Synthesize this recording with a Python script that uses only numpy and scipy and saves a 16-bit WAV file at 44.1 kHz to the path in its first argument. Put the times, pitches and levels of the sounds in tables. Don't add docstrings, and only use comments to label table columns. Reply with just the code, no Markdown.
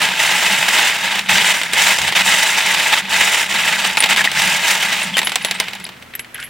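import sys
import numpy as np
from scipy import signal
from scipy.fft import rfft, irfft, next_fast_len
from scipy.io import wavfile
from scipy.ndimage import map_coordinates

SR = 44100
rng = np.random.default_rng(int(sys.argv[2]) if len(sys.argv) > 2 else 0)


def int16_out(signal):
    q = np.round(np.clip(np.atleast_2d(signal).T, -1, 1) * 32767)
    wavfile.write(sys.argv[1], SR, q.astype(np.int16))


N = 286209

# start, length, rise and release t60 in seconds,
# grinding level in dB, sharp edges over grinding in dB, slosh level in dB.
HAND_STROKES = [(-.05, 0.25, 0.0041, .3, -19, -9.5, -50.5), (0.166, 0.62, 0.036, 0.49, -15, -7.5, -50),
                (0.709, 0.19, 0.065, 0.64, -14.5, -8.5, -54.5), (0.983, 0.21, 0.042, 0.14, -19, -8.5, -57),
                (1.285, 0.22, .008, 0.74, -13.5, -7.5, -39), (1.704, 0.21, 0.073, 0.66, -13, -6, -40),
                (1.971, 0.12, 0.033, 0.37, -19, -9, -41.5), (2.216, 0.25, 0.051, 0.9, -15, -5, -37),
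                (2.484, .49, 0.1, 0.14, -15.5, -7.5, -62.5), (3.08, 0.2, 0.055, 0.52, -14, -6.5, -40),
                (3.274, 0.14, 0.07, 0.31, -15.5, -6.5, -45.5), (3.488, 0.39, 0.012, 0.59, -17.5, -8, -51),
                (3.996, 0.27, 0.032, 0.5, -21.5, -12.5, -50), (4.316, 0.23, 0.064, 1, -15, -7, -41),
                (4.613, 0.11, 0.056, 0.44, -14, -6.5, -57), (4.782, 0.046, 0.036, 0.72, -16, -9, -70),
                (4.896, 0.15, 0.043, 0.33, -21, -8, -49)]
# start in seconds, length in seconds, level in dB.
CLUMP_SLIPS = [(0.015, 0.04, -15), (0.087, 0.0077, -20.5), (0.235, 0.0054, -13.5), (0.682, .008, -14),
               (1.353, 0.033, -15), (2.15, 0.068, -13), (2.271, 0.037, -15), (2.922, 0.021, -12.5),
               (2.972, 0.015, -13), (3.205, 0.021, -15.5), (3.675, 0.011, -14), (3.725, 0.0063, -16.5),
               (3.843, 0.009, -15.5), (3.971, 0.0134, -15.5), (4.034, 0.01, -12), (4.089, 0.043, -14),
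               (4.169, 0.049, -17), (4.239, 0.021, -15.5), (4.923, 0.0079, -16), (5.177, 0.0045, -15.5)]
# start in seconds, level in dB, treble offset in dB.
CASE_CLACKS = [(1.193, -2.5, 11), (1.615, 2, -17), (1.634, -3.5, 6.5), (1.734, 3.5, 9), (1.986, 0, 11),
               (2.017, -5, 15), (2.08, 1, 3), (2.1232, 1, -4), (2.212, -12, -3), (2.7985, -2, 7),
               (3.654, -7, 7.5), (3.828, -17, 4), (3.847, 0, -1), (3.971, 3, 3), (4.004, 1, 7),
               (4.024, 3.5, -2), (4.039, 7, 4), (4.059, 1.5, -1), (4.162, 3, -4), (4.173, -1, 7),
               (4.243, 1, -4), (4.251, 0.5, 5), (4.316, -2.5, 8.5), (4.42, -7, 17), (5.169, 6.5, -4),
               (5.182, 0.5, 10), (5.19, 5.5, 6.5), (5.2165, -1, -7), (5.23, -2.5, -2), (5.271, 4.5, -20),
               (5.295, -5, 5), (5.319, -3.5, 6), (5.357, 4.5, 10.5), (5.448, 4, 7.5), (5.511, 2, 8.5),
               (5.6006, 4.5, 11.5), (5.683, -5.5, -3), (5.733, -7, -7), (5.751, -9, 1), (5.8, -14.5, 6),
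               (5.842, -23, 12), (5.865, -11, -6), (5.89, -11.5, -8), (6.024, -17.5, -6),
               (6.137, -11.5, -20), (6.152, -14.5, 7), (6.194, -7, 3), (6.246, -19, -3), (6.3456, -14.5, 1),
               (6.401, -19, 13), (6.427, -11, 2)]
# mean pitch in Hz, level in dB, t60 in seconds before water damping.
CASE_MODES = [(2058, 1, 0.043), (2780, 0.5, 0.025), (3890, 3, 0.021), (7730, -8, 0.11), (9740, -7, 0.043),
              (13600, -21, 0.0073)]
# start in seconds, pitch in Hz, level in dB, t60 in seconds.
AIR_PINGS = [(3.875, 8900, -12, 0.03), (3.988, 9900, -14, 0.058), (4.004, 9360, 1, 0.037),
             (5.01, 9450, -22.5, 0.047), (5.032, 8950, -14, 0.055), (5.177, 10150, -12, 0.052),
             (5.247, 10870, -13.5, 0.17), (5.425, 10500, -22, 0.046), (5.448, 10900, -19, 0.16),
             (5.546, 8360, -21, 0.078), (5.842, 10750, -15.5, .03), (6.152, 11700, -9, 0.032),
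             (6.194, 11150, -18.5, 0.079), (6.345, 11200, -14.5, 0.026), (6.401, 10850, -30, 0.083),
             (6.437, 11200, -22, 0.13)]
# start in seconds, initial pitch in Hz, level in dB, t60 in seconds.
AIR_POCKETS = [(4.193, 1810, -5, 0.04), (4.207, 1685, -6.5, 0.064), (4.274, 1860, 0.5, 0.023),
               (5.141, 3240, -10, 0.033), (5.152, 3050, -10, 0.06), (5.851, 3800, -15, 0.013),
               (5.852, 4700, -13.5, 0.01), (6.39, 1400, -27, 0.097)]
# centre time in seconds, drumming level in dB.
HAND_LEANS = [(.03, -33), (.56, -37), (1.35, -32), (1.88, -44), (2.29, -38), (2.75, -43), (3.71, -36),
              (4.14, -37.5), (4.51, -36), (4.9, -37.5), (5.08, -35)]
# frequency in Hz, width in Hz, level in dB.
BOWL_MODES = [(143, 45, -11), (190.3, 15.5, 6), (240, 32, -14)]
# frequency in Hz, relative spectral density in dB.
HEAP_SPECTRUM = [(40, -57), (280, -17.5), (400, -19), (540, -16), (670, -7.5), (750, -9.5), (860, -1),
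                 (1090, -9), (1480, -6.5), (1620, -2), (1900, -1.5), (2050, 3), (2250, -2), (2700, -2),
                 (3700, -5), (5000, -14.5), (8000, -35)]
EDGE_SPECTRUM = [(2500, -36), (4500, -7), (5500, -0.5), (7500, 0), (9500, -6.5), (11500, -12), (15500, -13)]
KNOCK_SPECTRUM = [(40, -45), (130, -31), (220, -11), (550, -5), (820, 1), (1250, -4.5), (2200, 2),
                  (3000, 2.5), (5000, -8), (8000, -20)]
TICK_SPECTRUM = [(150, -34), (700, -17), (2500, 2), (5000, -1), (9500, -6), (12000, -17.5), (15500, -15)]
CUPPED_SPECTRUM = [(300, -16), (1100, -13), (2000, 3), (3300, -3), (5000, -28), (8000, -30)]
SLOSH_SPECTRUM = [(12, -25), (28, -22), (55, -14), (86, 6), (110, -9), (140, 7.5), (260, -28)]
ROOM_SPECTRUM = [(12, -20), (35, -13), (130, -14), (230, -8.5), (400, -9.5), (850, -10.5), (2200, -10),
                 (5000, -23), (15500, -30.5)]
# frequency in Hz, side gain in dB.
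SINK_WIDTH = [(60, -19), (110, -34), (200, -29), (380, -60), (700, -16), (1290, -19), (2380, -12.5),
              (4400, -11), (8120, -7.5), (15000, -5)]
# frequency in Hz, rms level in dB.
MAINS_HUM = [(119, -57), (241, -56.5)]

TOP_HZ = 15900
CALM_S = 5.605
LIFTED_S = 6.1


def grinding(grind, edges):
    slips, clumps = slipping(), wobble(90)
    body = np.hypot(grind, slips * amp(0.5))
    edge = np.hypot(edges, slips * amp(-8.5))
    rate_hz = 400 + 3000 * body / body.max()
    dull = coloured(rattle(rate_hz, spread_db=3.5, t60_s=0.022, sink_db=-14), HEAP_SPECTRUM)
    sharp = coloured(rattle(rate_hz, spread_db=2.5, t60_s=0.005, sink_db=-13.5), EDGE_SPECTRUM)
    low_rings = clinks(rate_hz=220, spread_db=10.5, low_hz=1519, high_hz=4110, cycles=56)
    high_rings = clinks(rate_hz=110, spread_db=10, low_hz=4230, high_hz=9560, cycles=260)
    snaps = rattle(45, spread_db=4, t60_s=0.016, sink_db=-16)
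    low = amp(1.04 * clumps) * dull + amp(-10) * low_rings + amp(-14.5) * coloured(snaps, KNOCK_SPECTRUM)
    high = amp(2 * clumps) * sharp + amp(-11) * high_rings + amp(-23) * coloured(snaps, TICK_SPECTRUM)
    return amp(-0.18) * body * low + amp(-0.5) * edge * high


def stirring(sag_db_per_s=3.5):
    t, unrest = np.arange(N) / SR, calming(db_per_s=50)
    grind_power = (amp(-27.5) * unrest) ** 2
    edge_power = (amp(-40.5) * unrest) ** 2
    slosh_power = np.full(N, amp(-55) ** 2)
    for start_s, length_s, rise_s, t60_s, db, edge_db, slosh_db in HAND_STROKES:
        sag_db = sag_db_per_s * np.maximum(t - start_s, 0)
        effort = amp(db - sag_db) * swell(start_s, length_s, rise_s, t60_s)
        wave = amp(slosh_db) * swell(start_s, length_s=0.048, rise_s=0.048, t60_s=0.85)
        grind_power += effort ** 2
        edge_power += (amp(edge_db) * effort) ** 2
        slosh_power += wave ** 2
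    return np.sqrt([grind_power, edge_power, slosh_power])


def slipping():
    level, t = np.zeros(N), np.arange(SR // 4) / SR
    for start_s, length_s, db in CLUMP_SLIPS:
        settling = fade(np.maximum(t - length_s, 0), t60_s=0.031)
        add(level, start_s, amp(db) * attack(t, 0.00094) * settling)
    return level


def rattle(rate_hz, spread_db, t60_s, sink_db, spots=8):
    out = np.zeros((2, N))
    for _ in range(spots):
        hits = (rng.random(N) < rate_hz / spots / SR) * rng.choice([-1, 1], N)
        blows = hits * amp(spread_db * np.clip(rng.standard_normal(N), -2, 2))
        out += signal.oaconvolve(blows[None], contact(t60_s, sink_db, sink_t60_s=0.13), axes=1)[:, :N]
    return unit(out / np.sqrt(rate_hz))


def contact(t60_s, sink_db, sink_t60_s, grit_db=3):
    t = np.arange(SR // 6) / SR
    burst = rng.standard_normal((2, len(t))) * amp(grit_db * rng.standard_normal(len(t)))
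    burst *= fade(t, t60_s) + amp(sink_db) * fade(t, sink_t60_s)
    return burst / np.linalg.norm(burst, axis=1, keepdims=True)


def clinks(rate_hz, spread_db, low_hz, high_hz, cycles):
    out, t = np.zeros((2, N)), np.arange(SR // 30) / SR
    for when, pitch, size, life, place in rng.random((int(rate_hz * N / SR), 5)):
        hz = low_hz * (high_hz / low_hz) ** pitch
        ring = np.cos(2 * np.pi * hz * t) * fade(t, cycles * (0.5 + life) / hz)
        mid_side = np.array([[1], [np.cos(np.pi * place)]])
        add(out, when * N / SR, amp(spread_db * size) * mid_side * ring)
    return unit(out)


def clacks(wet_hz=7000):
    knocks, held, ticks, rings = np.zeros((4, 2, N))
    t = np.arange(SR // 12) / SR
    for start_s, db, treble_db in CASE_CLACKS:
        knock = amp(db + 8) * contact(t60_s=0.043, sink_db=-20.5, sink_t60_s=0.26)
        tick = amp(-8) * contact(t60_s=0.026, sink_db=-11, sink_t60_s=0.04)
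        metal_bite = amp(-6) * contact(t60_s=0.0039, sink_db=-40, sink_t60_s=0.02)
        add(knocks if start_s < LIFTED_S else held, start_s, knock)
        add(ticks, start_s, amp(db + treble_db) * (tick + metal_bite))
        for hz, mode_db, t60_s in CASE_MODES:
            hardness_db = treble_db * hz / TOP_HZ
            pitch_hz = hz * (1 + 0.055 * rng.standard_normal())
            tone = np.sin(2 * np.pi * pitch_hz * t + rng.uniform(0, 2 * np.pi, (2, 1)))
            ring_db = db + mode_db + hardness_db - 19 + 1.8 * rng.standard_normal()
            wet_t60_s = t60_s / (1 + hz / wet_hz)
            add(rings, start_s, amp(ring_db) * tone * fade(t, wet_t60_s) * attack(t, 0.00015))
    body = coloured(knocks, KNOCK_SPECTRUM) + coloured(held, CUPPED_SPECTRUM)
    return body + coloured(ticks, TICK_SPECTRUM) + rings


def pings(width_hz=70):
    out, t = np.zeros((2, N)), np.arange(SR // 4) / SR
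    for start_s, hz, db, t60_s in AIR_PINGS:
        drift = np.cumsum(rng.standard_normal((2, 2, len(t))), axis=-1)
        phase = rng.uniform(0, 2 * np.pi, (2, 2, 1)) + drift * np.sqrt(2 * np.pi * width_hz / SR)
        upper_hz = hz + rng.uniform(50, 194)
        pair = np.sin(2 * np.pi * hz * t + phase[0]) + 0.53 * np.sin(2 * np.pi * upper_hz * t + phase[1])
        add(out, start_s, amp(db - 5) * pair * fade(t, t60_s) * attack(t, 0.00035))
    return out


def bubbles():
    out, t = np.zeros((2, N)), np.arange(SR // 8) / SR
    for start_s, hz, db, t60_s in AIR_POCKETS:
        tone = np.sin(2 * np.pi * hz * t * (1 + 0.092 * t / t60_s))
        add(out, start_s, amp(db) * tone * fade(t, t60_s) * attack(t, 0.00088))
    return out


def squelch():
    squeeze = amp(-34) * swell(start_s=6.338, length_s=0.1, rise_s=0.015, t60_s=0.25)
    return squeeze * clinks(rate_hz=930, spread_db=2, low_hz=1550, high_hz=3370, cycles=28)


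def bowl(waves):
    t, lean_sigma_s = np.arange(N) / SR, 0.06
    leaning = sum(amp(db) * np.exp(-0.5 * ((t - at_s) / lean_sigma_s) ** 2) for at_s, db in HAND_LEANS)
    rolling = amp(-41 + 1.9 * wobble(7)) * calming(db_per_s=27)
    drum = unit(filtered(rng.standard_normal((2, N)), bowl_response))
    slosh = coloured(rng.standard_normal((2, N)), SLOSH_SPECTRUM)
    return np.hypot(rolling, leaning) * drum + waves * amp(-1 + 3.1 * wobble(9)) * slosh


def bowl_response(hz, cutoff_hz=500):
    response = 0
    for k, (mode_hz, width_hz, db) in enumerate(BOWL_MODES):
        damping = 1j * hz * width_hz
        response += (-1) ** k * amp(db) * damping / (mode_hz ** 2 - hz ** 2 + damping)
    return response / (1 + (hz / cutoff_hz) ** 4)


def background():
    t = np.arange(N) / SR
    hum = sum(amp(db) * np.sqrt(2) * np.sin(2 * np.pi * hz * t + 0.27 * wobble(2.42))
              for hz, db in MAINS_HUM)
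    mid, side = amp([[-43.5], [-47.5]]) * coloured(rng.standard_normal((2, N)), ROOM_SPECTRUM)
    return hum + np.array([mid + side, mid - side])


def amp(db):
    return 10 ** (np.asarray(db) / 20)


def unit(x):
    return x / np.sqrt(np.mean(x ** 2) + 1e-20)


def along(points, hz):
    point_hz, values = np.transpose(points)
    return np.interp(np.log(hz + 1), np.log(point_hz), values)


def wobble(rate_hz):
    return map_coordinates(rng.standard_normal(int(N * rate_hz / SR) + 4), [np.arange(N) * rate_hz / SR])


def attack(t, rise_s):
    return np.clip(t / rise_s, 0, 1)


def fade(t, t60_s):
    return np.exp(-np.log(1000) * t / t60_s)


def swell(start_s, length_s, rise_s, t60_s):
    t = np.arange(N) / SR - start_s
    return attack(t, rise_s) * fade(np.maximum(t - length_s, 0), t60_s)


def calming(db_per_s):
    return amp(-db_per_s * np.maximum(np.arange(N) / SR - CALM_S, 0))


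def add(track, start_s, sound):
    part = track[..., max(round(start_s * SR), 0):][..., :sound.shape[-1]]
    part += sound[..., :part.shape[-1]]


def filtered(x, response):
    size = next_fast_len(N + SR // 4, True)
    return irfft(rfft(x, size) * response(np.fft.rfftfreq(size, 1 / SR)), size)[..., :N]


def coloured(x, spectrum, size=4096):
    cepstrum = irfft(np.log(amp(along(spectrum, np.fft.rfftfreq(size, 1 / SR)))))
    cepstrum[1:size // 2] *= 2
    cepstrum[size // 2 + 1:] = 0
    kernel = irfft(np.exp(rfft(cepstrum)))
    return signal.oaconvolve(x, kernel[None] / np.linalg.norm(kernel), axes=1)[:, :N]


def scene():
    grind, edges, waves = stirring()
    mid, side = grinding(grind, edges) + clacks() + pings() + bubbles() + squelch() + bowl(waves)
    side = filtered(side, lambda hz: amp(along(SINK_WIDTH, hz)))
    return np.array([mid + side, mid - side]) * amp([[-0.2], [0.2]]) + background()


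def record(dry):
    rounded = dry / (1 + np.abs(dry) ** 6) ** (1 / 6)
    return filtered(rounded, lambda hz: hz < TOP_HZ)


dry = scene()
out = record(dry)
int16_out(out)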